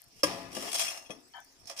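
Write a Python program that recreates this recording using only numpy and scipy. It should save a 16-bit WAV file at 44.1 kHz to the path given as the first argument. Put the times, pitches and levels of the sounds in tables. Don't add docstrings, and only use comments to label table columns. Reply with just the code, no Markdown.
import sys
import numpy as np
from scipy import signal
from scipy.fft import rfft, irfft, next_fast_len
from scipy.io import wavfile
from scipy.ndimage import uniform_filter1d

SR = 44100
rng = np.random.default_rng(int(sys.argv[2]) if len(sys.argv) > 2 else 0)


def generate_wav(signal):
    frames = np.transpose(np.atleast_2d(signal))
    scaled = np.clip(frames, -1, 1) * 32767
    pcm = np.round(scaled).astype(np.int16)
    wavfile.write(sys.argv[1], SR, pcm)


def invert_db(level):
    return 10 ** (np.asarray(level, dtype=float) / 20)


N = 79380
TIME = np.arange(N) / SR


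def unit(x):
    return x / np.sqrt(np.mean(x ** 2) + 1e-20)


def noise():
    return rng.standard_normal((2, N))


def track(points):
    return np.interp(TIME, *np.transpose(points))


def along(points, hz):
    f, v = np.transpose(points)
    return np.interp(np.log(hz + 1), np.log(f + 1), v)


def filtered(x, response):
    m = 2 * next_fast_len(N // 2 + SR // 4)
    return irfft(rfft(x, m) * response(np.fft.rfftfreq(m, 1 / SR)), m)[..., :N]


def causal(points, hz):
    cepstrum = irfft(np.log(invert_db(along(points, hz))))
    cepstrum[1:len(hz) - 1] *= 2
    cepstrum[len(hz):] = 0
    return np.exp(rfft(cepstrum))


def body(peaks, ring_db, tone):
    def response(f):
        h = causal(tone, f)
        for k, (centre, width, db) in enumerate(peaks):
            resonance = 1j * f * width / (centre * centre - f * f + 1j * f * width)
            h = h + (-1) ** k * invert_db(db + ring_db) * resonance
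        return h / np.sqrt(np.mean(abs(h) ** 2))
    return response


def burst(rows, lag=0):
    out, t = np.zeros(N + SR // 4), np.arange(SR // 4) / SR
    for s, db, t60, rise in rows:
        start = round(s * SR)
        out[start:start + len(t)] += (1 - np.exp(-t / (rise + lag))) * invert_db(db - 60 * t / t60)
    return out[:N]


def ring(modes, blows, rise):
    out = np.zeros(N)
    for s, blow_db in blows:
        t = np.maximum(TIME - s, 0)
        swell = 1 - np.exp(-t / rise)
        for hz, db, t60 in modes:
            out += swell * invert_db(db + blow_db - 60 * t / t60) * np.sin(2 * np.pi * hz * t)
    return out * np.array([[1], [.3]])


def ports(pair, alike):
    def mid_side(hz):
        turn = np.arccos(np.clip(along(alike, hz), -1, 1)) / 2
        return np.array([np.cos(turn), np.sin(turn)])
    mid, side = filtered(pair, mid_side)
    return np.array([mid + side, mid - side])


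# (frequency [Hz], level [dB])
HISS_TONE = [(25, 2), (90, 4.5), (300, -3), (1200, -9), (4000, -4.5), (9500, -7), (13000, -16),
             (14800, -13)]
# (frequency [Hz], likeness [0-1])
HISS_ALIKE = [(60, 0.21), (300, 0.43), (640, 0.66), (1400, 0.0083)]
HISS_DB, HISS_PATCH_DB = -62, 4.5


def hiss():
    z = signal.stft(noise(), nperseg=512)[2]
    patches = uniform_filter1d(uniform_filter1d(rng.standard_normal(z.shape[1:]), 8, 0), 10, 1)
    pair = signal.istft(z * invert_db(HISS_PATCH_DB * unit(patches)), nperseg=512)[1][:, :N]
    coloured = filtered(pair, lambda hz: invert_db(along(HISS_TONE, hz)))
    return invert_db(HISS_DB) * unit(ports(coloured, HISS_ALIKE))


# (time [s], grit [dB], tile over grit [dB], bench over grit [dB])
SLIDE = [(0, -69.5, -0.5, -18), (.12, -69.5, -1.5, -1), (0.208, -53, -31, -25), (.235, -94, -29, -21),
         (0.268, -41.5, 6.5, 0), (0.498, -62, 10, 7), (0.561, -44.5, -7.5, -5.5), (0.681, -39.5, -2.5, -7),
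         (0.714, -42, -14, -18), (0.852, -34, -13.5, -23.5), (0.936, -42, -5, -23), (1.07, -64.5, -2, -7.5),
         (1.13, -72.5, 12, 17.5), (1.3, -74, -1, 2.5), (1.649, -96.5, 30, 26.5), (1.718, -49.5, -1, -17),
         (1.762, -69.5, -5, -5), (1.8, -36.5, -10, -15.5)]


def sliding():
    s, grit_db, tile_db, bench_db = np.transpose(SLIDE)
    levels = [grit_db, grit_db + tile_db, grit_db + bench_db]
    return [invert_db(np.interp(TIME, s, db)) for db in levels]


def grit():
    grains_per_s, spread_db, share = 2500, 3, .6
    size = invert_db(spread_db * np.minimum(rng.exponential(1, N), 3))
    grains = (rng.random(N) < grains_per_s / SR) * size * noise()
    return unit(share * unit(grains) + (1 - share) * noise())


# (time [s], level [dB], t60 [s], rise [s])
CHATTER = [(.1825, -67, 0.028, .0005), (.195, -54, 0.013, 0.00035), (.5162, -38.5, 0.018, 0.00084),
           (.5287, -39.5, 0.033, 0.00036), (.5487, -34, 0.068, 0.00039), (.7172, -26.5, 0.027, 0.00022),
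           (.7293, -21.5, 0.016, 0.00084), (.7322, -29, 0.008, 0.00046), (.7428, -25, 0.094, 0.00036),
           (.753, -29.5, 0.042, 0.00031), (.779, -35.5, 0.077, 0.0005), (.786, -28.5, 0.032, 0.00071),
           (.7931, -26, 0.14, 0.00015), (.804, -33, 0.027, 0.00096), (.812, -28, 0.06, 0.0011),
           (.818, -36, 0.036, 0.00052), (.9722, -39.5, 0.073, 0.00062), (1.6556, -44.5, 0.016, 0.00039),
           (1.6716, -41, 0.11, 0.00015), (1.763, -40, .1, 0.0021), (1.7734, -36, 0.055, 0.0037),
           (1.786, -34, 0.13, 0.0038)]
# (time [s], steel [dB], tile over steel [dB], bench over steel [dB], t60 [s])
KNOCKS = [
    (0.2328, -20, -14, -10, 0.08),
    (0.5658, -37, 3, 2, 0.053),
    (0.6235, -34, -2, -2, 0.053),
    (1.095, -64, 16, 26, 0.08),
    (1.1052, -52, 5, -5, 0.12),
    (1.6965, -35, 1, -29, 0.04),
    (1.711, -40, -10, -25, 0.028),
]
KNOCK_RISE_S, CHATTER_TILE_DB = 0.00035, -12.5
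TILE_LAG_S, BENCH_LAG_S = 0.00034, 0.0037


def contacts():
    steel = burst(CHATTER + [(s, db, t60, KNOCK_RISE_S) for s, db, _, _, t60 in KNOCKS])
    tile_knocks = burst([(s, db + up, t60, 0) for s, db, up, _, t60 in KNOCKS], TILE_LAG_S)
    tile_chatter = invert_db(CHATTER_TILE_DB) * burst(CHATTER, TILE_LAG_S)
    bench_knocks = burst([(s, db + up, t60, 0) for s, db, _, up, t60 in KNOCKS], BENCH_LAG_S)
    return steel, tile_knocks + tile_chatter, bench_knocks


# (frequency [Hz], width [Hz], level [dB])
RAILS_NEAR = [(1174, 15, -3.5), (2020, 20, -5), (2830, 87, -3), (3288, 51, 3), (4880, 150, -13.5),
              (5350, 145, -3), (5800, 30, -7), (6850, 80, -1.5), (7070, 63, -13), (8600, 53, -29),
              (8880, 52, -4), (10100, 55, -1)]
RAILS_MID = [(720, 52, -7), (1980, 50, -17), (2503, 25, -4), (3317, 66, 4.5), (4140, 69, -11),
             (4860, 23, -1), (5500, 380, -13.5), (6315, 61, 0.5), (6590, 22, -3.5), (7300, 130, -0.5),
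             (8020, 37, -22), (8700, 113, 4), (9680, 370, -11), (10350, 34, -24)]
RAILS_FAR = [(746, 36, -10), (1159, 34, 1.5), (2760, 26, 7), (4240, 71, -4.5), (5343, 77, -0.5),
             (6260, 70, 2), (6570, 57, -9), (6630, 53, -1), (8210, 43, -22), (8570, 105, -1),
             (9350, 46, -6), (9900, 43, 1)]
# (frequency [Hz], level [dB])
STEEL_TONE = [(300, -30.5), (900, -9.5), (1450, -6), (2500, 1.5), (4000, -5.5), (9500, -0.5), (12500, -7.5),
              (15000, -10)]
# (time [s], place [0 near, 1 mid, 2 far])
TRAVEL = [(.7, 0), (.73, 1), (.835, 1), (.865, 2), (1.3, 2), (1.5, 1)]
RAIL_RING_DB = 8.5


def rails(shake):
    place, out = track(TRAVEL), 0
    for k, peaks in enumerate([RAILS_NEAR, RAILS_MID, RAILS_FAR]):
        share = np.maximum(1 - abs(place - k), 0)
        out = out + filtered(share * shake, body(peaks, RAIL_RING_DB, STEEL_TONE))
    return out


# (frequency [Hz], width [Hz], level [dB])
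TILE = [(556.7, 30.6, 2.5), (653, 60, -1.5), (871, 52, -19), (1094, 51, -2.5), (1193, 108, -1.5),
        (1707, 50, -2), (1970, 153, -8.5), (2594, 16, -2.5)]
# (frequency [Hz], level [dB])
TILE_TONE = [(200, -52.5), (450, -25), (700, -5.5), (1100, -14), (1450, -36), (2500, -15.5), (6000, -28),
             (8000, -70)]


def tile(shake):
    return filtered(shake, body(TILE, -5, TILE_TONE))


# (frequency [Hz], width [Hz], level [dB])
BENCH = [(116, 28, -23.5), (214, 10, -10), (282.5, 76, 0.5), (314, 5.4, 3.5), (363, 36, -6.5),
         (442, 17, -9)]
# (frequency [Hz], level [dB])
BENCH_TONE = [(20, -38), (60, -32), (150, -22), (300, -10), (500, -12), (900, -45)]


def bench(shake):
    return filtered(shake, body(BENCH, -4.5, BENCH_TONE))


def cutter():
    rail_slide, tile_slide, bench_slide = sliding()
    rail_hits, tile_hits, bench_hits = contacts()
    on_rails = rails(rail_slide * grit() + rail_hits * noise())
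    on_tile = tile(tile_slide * grit() + tile_hits * noise())
    return on_rails + on_tile + bench((bench_slide + bench_hits) * noise())


# (offset [s], level [dB])
TICK_GROUP = [
    (-.0065, -1),
    (0, 1),
    (.0045, -1),
]
# (time [s], level [dB])
EXTRA_TICKS = [(0.0177, 16.5), (.019, 10), (.040, 9.5), (.042, 4), (.045, 6), (1.299, 2), (1.323, 3),
               (1.328, 0), (1.403, 12), (1.447, 11.5)]
# (frequency [Hz], level [dB])
TICK_TONE = [(4000, -30), (6000, -12), (9000, -1), (13000, -2), (15500, -8)]
TICK_S, TICK_PERIOD_S, TICK_DB, TICK_T60_S, TICK_RISE_S = .0045, .08, -51, .006, .0004


def ticks():
    steady = [(TICK_S + TICK_PERIOD_S * k + offset, db) for k in range(23) for offset, db in TICK_GROUP]
    rows = [(s, TICK_DB + db, TICK_T60_S, TICK_RISE_S) for s, db in steady + EXTRA_TICKS if 0 < s < N / SR]
    tick = filtered(burst(rows) * rng.standard_normal(N), lambda f: causal(TICK_TONE, f))
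    return tick * np.array([[2], [1]])


# (time [s], level [dB])
RUMBLE = [(.22, -80), (0.249, -46.5), (.4, -62.5), (.47, -53.5), (.55, -60), (.7, -72), (.76, -87)]
# (frequency [Hz], level [dB])
RUMBLE_TONE = [(15, -30), (35, -16), (65, -13), (110, -7), (170, -10), (300, -60)]


def rumble():
    low = unit(filtered(rng.standard_normal(N), lambda f: invert_db(along(RUMBLE_TONE, f))))
    return invert_db(track(RUMBLE)) * low


# (time [s], level [dB], t60 [s], rise [s])
CRACK = (.2328, -13, .008, .0004)
# (frequency [Hz], level [dB])
CRACK_TONE = [(500, -18), (3000, -8), (5300, -1), (7000, -12), (15000, -16)]


def crack():
    return filtered(burst([CRACK]) * noise(), lambda f: causal(CRACK_TONE, f))


# (frequency [Hz], peak [dB], t60 [s])
BED = [(305, -19, .12), (532, -13, .09), (562, -13, .09), (1015, -23, .08), (1130, -13, .05),
       (1195, -11, .045), (1640, -19, .08), (2030, -24, .07), (2090, -26, .07), (2535, -27, .07),
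       (3160, -26, .07), (5590, -26, .08)]
# (frequency [Hz], peak [dB], t60 [s])
FRAME = [(181.7, -39.5, 0.97), (547.5, -37.5, 0.75), (1006, -42, 1)]
# (frequency [Hz], peak [dB], t60 [s])
HANDLE = [(5280, -11, .014)]


def bed():
    blow = [(CRACK[0], 0)]
    return ring(BED + FRAME, blow, .005) + ring(HANDLE, blow, .0007)


JOLT_RISE_S = 0.0011
# (frequency [Hz], peak [dB], t60 [s])
TILE_DROP = [(213, -41, .14), (275, -43, .12), (525, -36, .12), (640, -35, .12), (1188, -47, .1)]
# (time [s], level [dB])
TILE_DROPS = [
    (0.5675, 1.5),
    (.577, -13),
    (1.0963, -11.5),
    (1.1, -0.5),
    (1.1068, -2.5),
]


def loose_tile():
    return ring(TILE_DROP, TILE_DROPS, JOLT_RISE_S)


# (frequency [Hz], peak [dB], t60 [s])
CARRIAGE = [(2537, -34, 0.054), (3384, -45, 0.16), (3286, -38, 0.088), (5640, -51, 0.19), (6087, -43.5, .1),
            (8646, -45, 0.066), (9342, -46, 0.067), (9970, -50, 0.19)]
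# (time [s], level [dB])
CARRIAGE_JOLTS = [
    (1.06, -11),
    (1.1045, 1.5),
    (0.88, 8),
]


def carriage():
    return ring(CARRIAGE, CARRIAGE_JOLTS, JOLT_RISE_S)


# (frequency [Hz], level [dB], build-up [s], t60 [s])
CLINK = [(700, -56, .03, .06), (781, -49, .025, .07), (947, -50, .012, .05), (1000, -54, .02, .05),
         (1287, -53, .01, .09), (1547, -53, .02, .14), (1736, -50, .002, .24), (2056, -60, .01, .1),
         (2313, -62, .015, .08), (3010, -60, .002, .05), (3126, -50, .001, .07), (3195, -54, .001, .06),
         (4490, -52, .001, .04)]
CLINK_S, CLINK_HOLD_S, CLINK_ROUGH, CLINK_ROUGH_S = 1.3365, .042, 1.1, .004


def clink():
    t = np.maximum(TIME - CLINK_S, 0)
    out = np.zeros((2, N))
    for hz, db, late, t60 in CLINK:
        hold = CLINK_HOLD_S * (hz < 4000) + late
        push = (1 - np.exp(-t / late)) * invert_db(db - 60 * np.maximum(t - hold, 0) / t60)
        tremble = unit(filtered(noise(), lambda f: np.exp(-(f * CLINK_ROUGH_S * 2) ** 2)))
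        rough = CLINK_ROUGH * min(1, 900 / hz) ** .5
        out += push * (1 + rough * tremble) * np.sin(2 * np.pi * (hz * t + rng.random((2, 1))))
    return out


# (frequency [Hz], t60 [s])
ROOM = [(150, 0.24), (1000, 0.42), (4000, 0.16), (12000, 0.16)]
ROOM_DB = -9.5


def room(x):
    hz, t, z = signal.stft(rng.standard_normal((2, SR // 2)), SR, nperseg=256)
    tail = signal.istft(z * invert_db(-60 * t / along(ROOM, hz)[:, None]), SR, nperseg=256)[1]
    tail = np.pad(tail, ((0, 0), (SR // 200, 0))) / np.linalg.norm(tail[0])
    return x + invert_db(ROOM_DB) * signal.fftconvolve(x, tail, axes=1)[:, :N]


# (time [s], left over right [dB])
LEFTWARD = [(0, -4.5), (.25, -1.5), (.55, 1.5), (.8, 3.5), (1.2, 1.5), (1.65, -7.5), (1.8, -2.5)]
# (frequency [Hz], likeness [0-1])
ALIKE = [(100, 0.87), (400, 0.56), (900, 0.75), (2000, 0.063), (15000, 0.059)]
RING_DRY = .7
LEFT_LAG_S = 0.00016


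def scene():
    rings = bed() + loose_tile() + carriage() + clink()
    roomy = room(cutter() + crack() + (1 - RING_DRY) * rings)
    side = invert_db(track(LEFTWARD) * np.array([[.5], [-.5]]))
    near = side * ports(roomy + RING_DRY * rings, ALIKE)
    lag = np.array([[LEFT_LAG_S / 2], [-LEFT_LAG_S / 2]])
    lagged = filtered(near, lambda f: np.exp(-2j * np.pi * f * lag))
    return lagged + ticks() + hiss() + rumble()


def top_cut(x):
    return signal.sosfilt(signal.butter(12, 16500, fs=SR, output="sos"), x)


# (frequency [Hz], gain [dB])
RIGHT_PORT = [(100, -7), (3700, -8), (4600, 3), (5500, 10), (6500, -1), (8500, -17), (13000, -11),
              (14800, -4)]
TOP_HZ = 15400


def record(dry):
    def microphones(f):
        return np.array([np.ones(len(f)), causal(RIGHT_PORT, f)]) * (f < TOP_HZ)
    return top_cut(filtered(dry, microphones))


dry = scene()
out = record(dry)
generate_wav(out)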